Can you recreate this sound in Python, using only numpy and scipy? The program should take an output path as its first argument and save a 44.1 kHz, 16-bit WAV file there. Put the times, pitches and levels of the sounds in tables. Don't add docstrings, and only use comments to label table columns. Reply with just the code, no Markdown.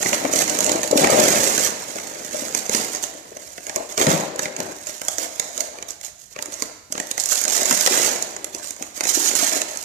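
import sys
import numpy as np
from scipy import signal
from scipy.fft import rfft, irfft, next_fast_len
from scipy.io import wavfile
from scipy.ndimage import uniform_filter1d

SR = 44100
rng = np.random.default_rng(int(sys.argv[2]) if len(sys.argv) > 2 else 0)


def inscribe(sig):
    pcm = np.round(np.clip(np.atleast_2d(sig).T, -1, 1) * 32767)
    wavfile.write(sys.argv[1], SR, pcm.astype(np.int16))


N = 433944

# f/Hz [Hz], relative level/dB [dB]
FIBRE_SPECTRUM = [(1500, -50), (2800, -3.5), (4000, 2), (7000, 2), (10000, -1.5), (15000, -3)]
# f/Hz [Hz], relative level/dB [dB]
SHEET_SPECTRUM = [(400, -33.5), (750, -1.5), (1000, -1.5), (1400, 0.5), (2100, 1.5), (3300, -5),
                  (4600, -4.5), (9000, -45)]
POUCH_RING_HZ = 698


def gain_of(db):
    return 10 ** (np.asarray(db) / 20)


def evened(x):
    return x / np.sqrt(np.mean(x ** 2) + 1e-20)


def read(points, hz):
    f, value = np.transpose(points)
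    return np.interp(np.log(hz + 1), np.log(f + 1), value)


def add(mix, s, sound):
    part = mix[max(round(s * SR), 0):][:len(sound)]
    part += sound[:len(part)]


def coloured(x, points, size=2048):
    log_gain = np.log(gain_of(read(points, abs(np.fft.fftfreq(size, 1 / SR)))))
    response = np.exp(np.conj(signal.hilbert(log_gain)))
    taps = np.fft.ifft(response).real[:size // 2]
    return signal.oaconvolve(x, taps)[:len(x)]


def smoothed(x, seconds):
    width = max(int(seconds * SR), 1)
    return uniform_filter1d(uniform_filter1d(x, width), width)


def steadied(x, seconds):
    return x / np.sqrt(abs(smoothed(x ** 2, seconds)) + 1e-9)


def ringing(hz, decay_s, size=2048):
    t = np.arange(size) / SR
    return evened(np.sin(2 * np.pi * hz * t) * np.exp(-t / decay_s))


def flutter(decay_s, size=2048):
    shiver = rng.standard_normal(size) * np.exp(-np.arange(size) / SR / decay_s)
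    return shiver / np.linalg.norm(shiver)


def weight_at(s):
    # t/s [s], weight [0 = light hollow pouch, 1 = card on the counter]
    weight_curve = [(0, .8), (1.7, .75), (3.4, .65), (3.7, .1), (3.93, .1), (4.07, .95), (4.7, .8),
                    (5, .18), (5.8, .08), (6.45, .5), (6.7, .2), (7.3, .25), (7.8, .08), (7.95, .45),
                    (8.3, .35), (8.55, .6), (9.05, .3), (9.84, .36)]
    return np.clip(np.interp(s, *np.transpose(weight_curve)), 0, 1)


def walls(push, weight):
    # f/Hz [Hz], relative level/dB [dB]
    panel_spectrum = [(25, -67), (60, -13.5), (110, -8.5), (160, -5.5), (280, 0), (420, 0), (620, -1),
                      (850, -1.5), (1300, -13.5), (3000, -77)]
    # f/Hz [Hz], relative level/dB [dB]
    pouch_spectrum = [(40, -62), (130, -17), (290, -3), (450, -4), (660, -1.5), (850, -0.5), (1200, -10.5),
                      (3000, -47)]
    card = evened(coloured(push, panel_spectrum))
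    pouch = evened(coloured(push, pouch_spectrum))
    return weight * card + (1 - weight) * pouch


def followed(curve, t):
    s, *levels = np.transpose(curve)
    return gain_of([np.interp(t, s, level) for level in levels])


def effort():
    # t/s [s], fibre fizz level/dB [dB], panel rumble level/dB [dB]
    hold = [(0, -35.5, -29.5), (1.8, -39, -34.5), (2.9, -40.5, -38), (3.25, -50.5, -44), (3.9, -46.5, -55),
            (4.35, -57, -32.5), (4.85, -42.5, -49), (5.55, -43.5, -46), (5.8, -54.5, -42), (6.14, -66, -77),
            (6.28, -74, -67), (6.42, -47.5, -42), (6.7, -50, -44), (6.88, -66, -78), (6.96, -44, -49),
            (8.4, -50, -38.5), (8.78, -57, -54), (8.92, -51, -53), (9.84, -37.5, -44.5)]
    # start t/s [s], length [s], fizz level/dB [dB], rumble level/dB [dB]
    strokes = [(0, 0.099, -29, -29.5), (0.117, 0.025, -26.5, -26), (0.184, 0.11, -59, -30.5),
               (0.32, 0.12, -26, -24.5), (0.468, 0.25, -33, -26.5), (0.64, 0.13, -39, -22),
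               (0.795, 0.066, -34.5, -32), (1.945, 0.016, -36.5, -30.5), (2.313, 0.15, -34.5, -35.5),
               (2.544, 0.036, -29.5, -37), (2.697, 0.15, -28.5, -28), (2.918, 0.025, -32, -35),
               (3.012, 0.024, -30.5, -50), (3.38, 0.2, -46, -63), (3.63, 0.12, -43, -46.5),
               (3.752, 0.023, -56, -23), (3.884, 0.04, -38.5, -38), (3.971, 0.062, -26, -16.5),
               (4.073, 0.051, -24, -14), (4.126, 0.12, -38.5, -25), (4.383, 0.053, -34, -34),
               (4.566, 0.14, -44.5, -31), (4.862, 0.066, -39.5, -43), (5.097, 0.039, -37, -52),
               (5.173, 0.079, -34, -33.5), (5.385, 0.047, -53, -34), (5.543, 0.1, -38, -38),
               (5.87, 0.034, -39, -47), (6.023, 0.043, -37, -47.5), (6.18, 0.071, -48.5, -67),
               (6.298, 0.015, -43.5, -53), (6.509, 0.14, -40.5, -54), (7.177, 0.043, -30, -59),
               (8.518, 0.11, -43.5, -41.5), (8.623, 0.069, -36, -63), (8.777, 0.093, -45, -43),
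               (8.949, 0.028, -34, -36), (9.61, 0.15, -46, -38)]
    # t/s [s], fizz level/dB [dB], rumble level/dB [dB]
    rip = [(.91, -62, -24), (.97, -28, -35), (.99, -24.5, -16), (1.04, -26, -12), (1.08, -38, -15.5),
           (1.12, -26, -14), (1.23, -22, -16.5), (1.58, -25.5, -25), (1.66, -23.5, -27.5), (1.75, -52, -30)]
    # t/s [s], fizz level/dB [dB], rumble level/dB [dB]
    seal_lift = [(7.25, -39, -70), (7.31, -22.5, -37), (7.42, -27, -41), (7.47, -34.5, -35),
                 (7.54, -21, -32), (7.6, -27, -25.5), (7.66, -26.5, -34), (7.695, -22, -27),
                 (7.75, -24, -42)]
    # t/s [s], fizz level/dB [dB], rumble level/dB [dB]
    flap_peel = [(7.75, -27, -53), (7.84, -23.5, -29), (7.895, -34, -40), (7.93, -22, -23.5),
                 (8.06, -24, -24.5), (8.38, -53, -44)]
    # t/s [s], fizz level/dB [dB], rumble level/dB [dB]
    flap_drag = [(9.035, -27.5, -25), (9.065, -31.5, -51), (9.095, -18.5, -37), (9.125, -30, -41),
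                 (9.15, -22, -38), (9.21, -25, -36), (9.28, -20, -32), (9.343, -36.5, -30.5),
                 (9.36, -22.5, -34.5), (9.435, -20, -23), (9.465, -26.5, -30.5), (9.575, -27, -26),
                 (9.62, -40, -40)]
    attack_s, sag_db_per_s, release_db_per_s = 0.015, 3, 290
    pull_edge_s = .004
    crinkling = .3
    pulls = ((rip, .85), (seal_lift, .35), (flap_peel, .6), (flap_drag, .65))

    t, age = np.arange(N) / SR, np.arange(SR // 2) / SR
    handling = followed(hold, t) ** 2
    for start, length, *levels in strokes:
        fall_db = sag_db_per_s * age + release_db_per_s * np.maximum(age - length, 0)
        shape = np.minimum(age / attack_s, 1) * gain_of(-fall_db)
        for power, db in zip(handling, levels):
            add(power, start, (gain_of(db) * shape) ** 2)

    total, tearing = handling, crinkling * handling[0]
    for pull, density in pulls:
        inside_s = np.minimum(t - pull[0][0], pull[-1][0] - t)
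        edges = np.clip(inside_s / pull_edge_s + 1, 0, 1)
        power = (followed(pull, t) * edges) ** 2
        total, tearing = total + power, tearing + density * power[0]
    fizz_db, rumble_db = 10 * np.log10(total)
    return fizz_db, rumble_db, np.clip(tearing / total[0], 0, 1)


def crackle(per_s, spread_db, decay_s):
    sizes = gain_of(spread_db * np.minimum(rng.standard_normal(N), 2.4))
    at = np.flatnonzero(rng.random(N) < per_s / SR)
    facets = [flutter(decay_s, size=512) for k in range(2048)]
    facet, out = rng.integers(0, len(facets), N), np.zeros(N)
    for i in at:
        add(out, i / SR, sizes[i] * facets[facet[i]])
    return evened(out)


def paper(fizz_db, rumble_db, tearing):
    rustle_follows, rustle_base_db = 0.47, -5
    card_rustle_db = -1.5
    hollow_db, pouch_damped_s = -4, 0.0062

    weight = weight_at(np.arange(N) / SR)
    between_db = fizz_db + rustle_follows * (rumble_db - fizz_db)
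    rustle_db = between_db + rustle_base_db + card_rustle_db * (weight - .5)

    grip = evened(smoothed(rng.standard_normal(N), 0.0066))
    clumps = gain_of(grip * (2.5 - 0.97 * tearing))
    fibre_crackle = crackle(330 * 9. ** tearing, spread_db=2.5, decay_s=0.00076)
    breaks = clumps * (fibre_crackle + 0.6 * rng.standard_normal(N))
    tug_crackle = crackle(220 * 2.2 ** tearing, spread_db=6.0, decay_s=0.0024)
    tugs = gain_of(2.2 * grip) * (tug_crackle + 0.39 * rng.standard_normal(N))
    buckle_crackle = crackle(430 * 9. ** tearing, spread_db=1.5, decay_s=0.001)
    buckles = clumps * (buckle_crackle + 0.44 * rng.standard_normal(N))

    fizz = steadied(coloured(breaks, FIBRE_SPECTRUM), 0.14) * gain_of(fizz_db)
    rustle = steadied(coloured(buckles, SHEET_SPECTRUM), 0.062) * gain_of(rustle_db)
    rumble = steadied(walls(tugs, weight), 0.037) * gain_of(rumble_db - 6.5)
    cavity = signal.oaconvolve(tugs, ringing(POUCH_RING_HZ, pouch_damped_s))[:N]
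    hollow = steadied(cavity, 0.041) * (1 - weight) ** 5 * gain_of(rumble_db + hollow_db)
    return fizz + rustle + rumble + hollow


def moving(x, echo, size):
    window = np.sin(np.pi * np.arange(2 * size) / (2 * size))
    padded = np.pad(x, (size, 2 * size))
    out = np.zeros((2, len(padded)))
    for i in range(0, N + size, size):
        stretch = padded[i:i + 2 * size] * window
        for port, sound in zip(out, signal.fftconvolve([stretch], echo(), axes=1)):
            add(port, i / SR, sound)
    return out[:, size:size + N]


def near_echoes(size=1024):
    t = np.arange(size) / SR
    taps = rng.standard_normal((2, size)) * (t > .0005) * np.exp(-t / 0.0029)
    return taps / np.linalg.norm(taps, axis=1, keepdims=True)


def tail():
    # f/Hz [Hz], 60 dB decay time t60/s [s]
    decay_times = [(150, 0.4), (500, 0.71), (1500, 1), (4000, 1), (7000, 0.65), (14000, 0.36)]
    t = np.arange(SR * 3 // 5) / SR
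    noise = rng.standard_normal((2, len(t))) * (1 - np.exp(-t / 0.0027))
    hz, when, z = signal.stft(noise, SR, nperseg=256)
    decay = gain_of(-60 * when / read(decay_times, hz)[:, None])
    taps = signal.istft(z * decay, SR, nperseg=256)[1]
    return taps / np.linalg.norm(taps, axis=1, keepdims=True)


def standing_waves(x):
    # f/Hz [Hz], level/dB at the peak [dB]
    modes = [(302.5, -2), (325, 0), (388, -2), (484.5, -0.5), (530, -1), (608, 0)]
    t60_s = 0.63
    t, decay_s = np.arange(SR) / SR, t60_s / np.log(1000)
    ring = sum(gain_of(db) * np.sin(2 * np.pi * hz * t) for hz, db in modes) * np.exp(-t / decay_s)
    return signal.oaconvolve(x, 2 * ring / (decay_s * SR))[:N]


def room(x):
    # f/Hz [Hz], likeness [0-1]
    likeness = [(100, 0.5), (250, 0.84), (500, 1), (1000, 0), (2000, 0), (14000, 0.22)]
    near_db, tail_db = -3.5, -8.5
    short_waves = signal.lfilter(*signal.butter(2, 900, "high", fs=SR), x)
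    near = gain_of(near_db) * moving(short_waves, near_echoes, size=1024)
    wet = near + gain_of(tail_db) * moving(x, tail, size=8192)
    size = next_fast_len(N)
    first, second = rfft(wet, size)
    same = np.clip(read(likeness, np.fft.rfftfreq(size, 1 / SR)), 0, 1)
    blended = same * first + np.sqrt(1 - same ** 2) * second
    return irfft([first, blended], size)[:, :N] + standing_waves(x)


def snaps(rows):
    # f/Hz [Hz], relative level/dB [dB]
    crease_spectrum = [(1500, -46), (2800, -16), (4000, 0.5), (7000, -0.5), (10000, -1.5), (15000, -8.5)]
    knock_share_db, push_share_db = -8, -11.5
    pouch_ring_s, pouch_ring_db = 0.0086, -26
    out = np.zeros(N)
    for s, crack_db, crack_hz, body_db, knock_hz in rows:
        shiver = flutter(.0013)
        sheet_ring = .9 * ringing(knock_hz, .0014)
        crease_ring = .75 * ringing(crack_hz, .0005)
        crack = evened(evened(coloured(shiver, crease_spectrum)) + crease_ring) * gain_of(crack_db - 14.5)
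        sheet_shiver = evened(coloured(shiver + .5 * flutter(0.003), SHEET_SPECTRUM))
        knock = evened(sheet_shiver + sheet_ring) * gain_of(body_db + knock_share_db)
        push = evened(walls(flutter(0.003), weight_at(s))) * gain_of(body_db + push_share_db)
        pouch_ring = ringing(POUCH_RING_HZ, pouch_ring_s) * gain_of(body_db + pouch_ring_db)
        hollow = (1 - weight_at(s)) * pouch_ring
        add(out, s + .0005, crack + knock + push + hollow)

        strain = flutter(0.0079, size=1024)[::-1]
        fibre_creak = evened(coloured(strain, FIBRE_SPECTRUM)) * gain_of(crack_db - 21.0)
        sheet_creak = evened(coloured(strain, SHEET_SPECTRUM)) * gain_of(body_db - 13.5)
        creak = fibre_creak + sheet_creak
        add(out, s - len(creak) / SR, rng.random() * creak)
    return out


def lesser_snaps(fizz_db, rumble_db, tearing):
    most_per_s, crack_db, body_db, spread_db = 9, 5.5, -3.5, 4
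    crack_hz, crack_spread, knock_hz = 6690, 0.059, 2280
    chance, pitch = rng.random(N), rng.uniform(-0.82, 0.53, N)
    size, stiffness = rng.standard_normal((2, N))
    rows = []
    for i in np.flatnonzero(chance < (1 - tearing) * most_per_s / SR):
        size_db = spread_db * size[i]
        work_db = (fizz_db[i] + rumble_db[i]) / 2
        rows.append((i / SR,
                     fizz_db[i] + crack_db + size_db, crack_hz * np.exp(crack_spread * stiffness[i]),
                     work_db + body_db + size_db, knock_hz * 2 ** pitch[i]))
    return rows


def thumps():
    # t/s [s], relative level/dB [dB], f/Hz [Hz]
    blows = [(0.247, -15, 280), (0.753, -13, 310), (0.927, -7, 496), (0.956, -7, 275), (0.984, -11.5, 533),
             (1.142, -13, 477), (1.188, -7, 408), (2.344, -24.5, 540), (2.42, -24.5, 257), (2.5, -28, 400),
             (2.693, -18, 446), (2.746, -23.5, 238), (3.032, -30, 310), (3.15, -32, 296), (3.318, -31, 405),
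             (3.365, -31.5, 540), (3.677, -30, 640), (4.07, -8, 196), (4.077, -7.5, 165), (4.128, -13, 165),
             (4.226, -19.5, 200), (4.598, -22, 216), (6.483, -30, 332), (6.902, -36, 258),
             (6.949, -27.5, 570), (7.475, -25, 596), (7.71, -15.5, 260), (7.726, -24, 196),
             (7.874, -16.5, 510), (7.909, -18, 356), (7.92, -22, 400), (8.547, -26, 333),
             (8.81, -26.5, 257), (9.172, -15, 333)]
    out = np.zeros(N)
    for s, db, hz in blows:
        shudder = walls(flutter(0.0081), weight_at(s))
        t = np.arange(len(shudder)) / SR
        motion = np.sin(2 * np.pi * hz * t) * t * np.exp(-t * hz / 0.84)
        swing = np.gradient(motion)
        add(out, s, gain_of(db - 14.0) * evened(evened(swing) + 0.66 * evened(shudder)))
    return out


def tear_bursts():
    # t/s [s], burst relative level/dB [dB], overload jolt level/dB [dB]
    bursts = [(0.9754, -17, -44), (7.7101, -16, -32), (7.7259, -22, -31.5), (7.8623, -17, -29),
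              (7.8735, -15, -37.5)]
    jolt_s = 0.00023
    out, u = np.zeros(N), np.arange(2048) / SR / jolt_s
    jolt = evened((1 - u) * np.exp(-u))
    for s, burst_db, jolt_db in bursts:
        burst = flutter(.0034)
        fibres = evened(coloured(burst, FIBRE_SPECTRUM))
        sheet = evened(coloured(burst, SHEET_SPECTRUM))
        add(out, s, gain_of(burst_db) * (fibres + 0.35 * sheet))
        add(out, s, gain_of(jolt_db) * jolt)
    return out


def landing():
    # f/Hz [Hz], relative level/dB [dB], decay time t60/s [s]
    boom_modes = [(72, -8, 0.27), (110, -2, 0.22), (142, 3, 0.42), (193, -3, 0.196)]
    landing_s, landing_db = 4.073, -27
    t, out = np.arange(SR // 2) / SR, np.zeros(N)
    boom = sum(gain_of(db - 60 * t / t60) * np.sin(2 * np.pi * hz * t) for hz, db, t60 in boom_modes)
    add(out, landing_s, gain_of(landing_db) * boom * (1 - np.exp(-t / 0.0034)))
    return out


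def scene():
    # t/s [s], crack level/dB [dB], crack f/Hz [Hz], body level/dB [dB], knock f/Hz [Hz]; levels relative
    creases = [(.0283, -18, 6900, -25, 1820), (.0598, -26, 6100, -21, 1930),
               (.1301, -23, 6800, -19.5, 2480), (.1451, -20, 6600, -27.5, 2190),
               (.2508, -32, 6400, -23.5, 1090), (.3356, -17, 6200, -27, 3100),
               (.3594, -14, 6100, -32, 2940), (.3894, -10, 6370, -29, 2800),
               (.4199, -16, 6470, -24.5, 1760), (.4968, -18, 6550, -31, 3050),
               (.5881, -16, 6900, -29, 3120), (.6054, -10, 6740, -28, 3020), (.6444, -13, 7400, -34, 2800),
               (.6639, -16, 7200, -30, 2780), (.6938, -15, 7300, -24, 3160), (.7173, -16, 7280, -42, 1900),
               (.8315, -20, 6370, -30, 1800), (.876, -22.5, 6800, -43, 2200), (.9123, -17, 7100, -35, 1000),
               (1.0424, -23, 6600, -16.5, 2360), (1.0713, -19, 6440, -20.5, 1930),
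               (1.1034, -13, 6600, -34, 1850), (1.9844, -33, 7000, -32.5, 2200),
               (2.5486, -15, 6150, -25.5, 2400), (2.6948, -18.5, 6300, -31.5, 2180),
               (2.7482, -13, 5950, -22, 2910), (2.9487, -22.5, 6400, -32, 2240),
               (3.038, -22.5, 6900, -30, 3650), (3.3697, -33.5, 6300, -39.5, 2210),
               (3.58, -44, 6600, -34.5, 2060), (3.695, -28.5, 6300, -29, 1820),
               (3.7594, -17, 6400, -31, 920), (3.9774, -15.5, 6800, -23, 1790),
               (4.0133, -19, 6200, -21.5, 1880), (4.0672, -19, 6700, -19.5, 4030),
               (4.177, -24, 6070, -32, 1010), (4.3595, -31.5, 7750, -42, 1200),
               (4.3924, -20, 6240, -24, 1720), (4.4558, -31, 6300, -25, 2170),
               (4.5645, -28, 6600, -33, 2300), (4.6024, -22, 6550, -27, 1750),
               (4.8933, -31, 6500, -37, 2090), (5.016, -24, 5630, -32.5, 1530),
               (5.0833, -12.5, 7460, -27, 3380), (5.1831, -18, 6000, -34, 4390),
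               (5.3971, -13, 5440, -28, 2230), (5.5772, -22.5, 6500, -32.5, 3880),
               (5.6057, -15, 6550, -32, 2140), (5.7856, -38, 6500, -38, 2360),
               (5.8252, -29.5, 6700, -35, 2290), (5.906, -27, 7140, -50, 2200),
               (6.0117, -33, 7300, -46, 2230), (6.0477, -32, 6660, -45, 2080),
               (6.3622, -40, 6700, -33, 1110), (6.3889, -35, 6500, -31, 2020),
               (6.4243, -21, 7000, -37, 3130), (6.4577, -28.5, 7140, -38, 1380),
               (6.54, -28.5, 6600, -55, 2060), (6.6218, -17, 6800, -26.5, 1060),
               (6.9237, -19, 6400, -35.5, 1320), (6.9522, -42, 6600, -32, 1850),
               (6.9785, -27.5, 7100, -29.5, 1970), (7, -22, 7500, -26.5, 1920),
               (7.07, -30, 7300, -50, 2000), (7.1122, -18, 6750, -33, 3650),
               (7.1781, -19.5, 6300, -26.5, 1990), (7.199, -14.5, 7400, -62, 1930),
               (7.237, -22, 7200, -61, 3780), (7.2579, -14, 7360, -67, 1990),
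               (7.2888, -20, 6300, -56, 2100), (7.3205, -19, 7000, -29.5, 2000),
               (7.3297, -30, 5640, -36, 2000), (7.4385, -18, 6700, -41, 2120),
               (7.452, -20, 6660, -29.5, 1300), (7.4799, -17.5, 7440, -31, 4140),
               (7.4989, -21, 6560, -34, 3710), (7.631, -19, 6800, -36, 2110), (7.656, -20, 6900, -35, 2100),
               (7.7742, -19, 6700, -30, 2130), (7.888, -29, 7100, -43, 2150), (7.924, -27, 6900, -26, 2150),
               (8.2242, -17.5, 6870, -52, 2030), (8.3644, -29, 6900, -38, 1990),
               (8.4437, -20, 7440, -35.5, 2040), (8.548, -25, 5940, -41, 2640),
               (8.707, -24, 6900, -41, 2300), (8.8243, -24, 6540, -33.5, 2200),
               (9.0074, -18, 6700, -24, 2500), (9.0528, -24, 6700, -26.5, 2360),
               (9.07, -23, 6600, -32, 2300), (9.313, -24, 7160, -28, 2510), (9.3521, -16, 6800, -28, 4170),
               (9.5327, -21, 6700, -31, 2860), (9.6165, -18.5, 7000, -26.5, 2700),
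               (9.7722, -24.5, 6560, -44, 2230)]
    # f/Hz [Hz], relative level/dB [dB]
    air_spectrum = [(20, -14.5), (45, -12), (65, 8), (120, 2.5), (300, -9.5), (1000, -22.5), (4000, -15),
                    (14000, -14)]
    port_lead_ms = 0.29
    t = np.arange(N) / SR
    fizz_db, rumble_db, tearing = effort()
    source = paper(fizz_db, rumble_db, tearing) + snaps(creases) + thumps() + tear_bursts() + landing()
    source = source + snaps(lesser_snaps(fizz_db, rumble_db, tearing))
    wet = room(source)
    delayed = np.interp(t - port_lead_ms / 1000, t, source)
    left = gain_of(-3.5) * delayed + gain_of(2.0) * wet[0]
    right = source + gain_of(-0.26) * wet[1]
    shared = rng.standard_normal(N)
    air = [evened(coloured(shared + 0.58 * rng.standard_normal(N), air_spectrum)) for port in range(2)]
    return np.array([left, right]) + gain_of(-55.5) * np.array(air)


def record(dry):
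    # f/Hz [Hz], level/dB [dB]
    left_port = [(100, -2), (170, 5.5), (300, 3), (460, 4), (610, 10.5), (780, 3.5), (1000, 1), (2000, 0.5),
                 (3000, -6), (4000, -7), (5500, -7.5), (7000, -13.5), (10000, -16.5), (14000, -31)]
    # f/Hz [Hz], level/dB [dB]
    right_port = [(100, 0), (450, -1), (600, -2.5), (800, .5), (2000, .5), (4000, 1), (5000, 3.5),
                  (5800, 8), (6500, 12), (7000, 12.3), (7600, 9.5), (8500, 6), (10000, 3), (14000, 2)]
    edge_hz = 14700
    heard = np.array([coloured(dry[0], left_port), coloured(dry[1], right_port)])
    over_db = np.maximum(20 * np.log10(abs(heard) + 1e-9), 0)
    recovery = np.arange(N) / SR * 500
    held_db = np.maximum.accumulate(over_db + recovery, axis=1) - recovery
    limited = np.clip(heard / gain_of(smoothed(held_db, 0.00048)), -1, 1)
    low_pass = signal.firwin(301, edge_hz, window=("kaiser", 7), fs=SR)
    return signal.oaconvolve(limited, low_pass[None], "same", axes=1)


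dry = scene()
out = record(dry)
inscribe(out)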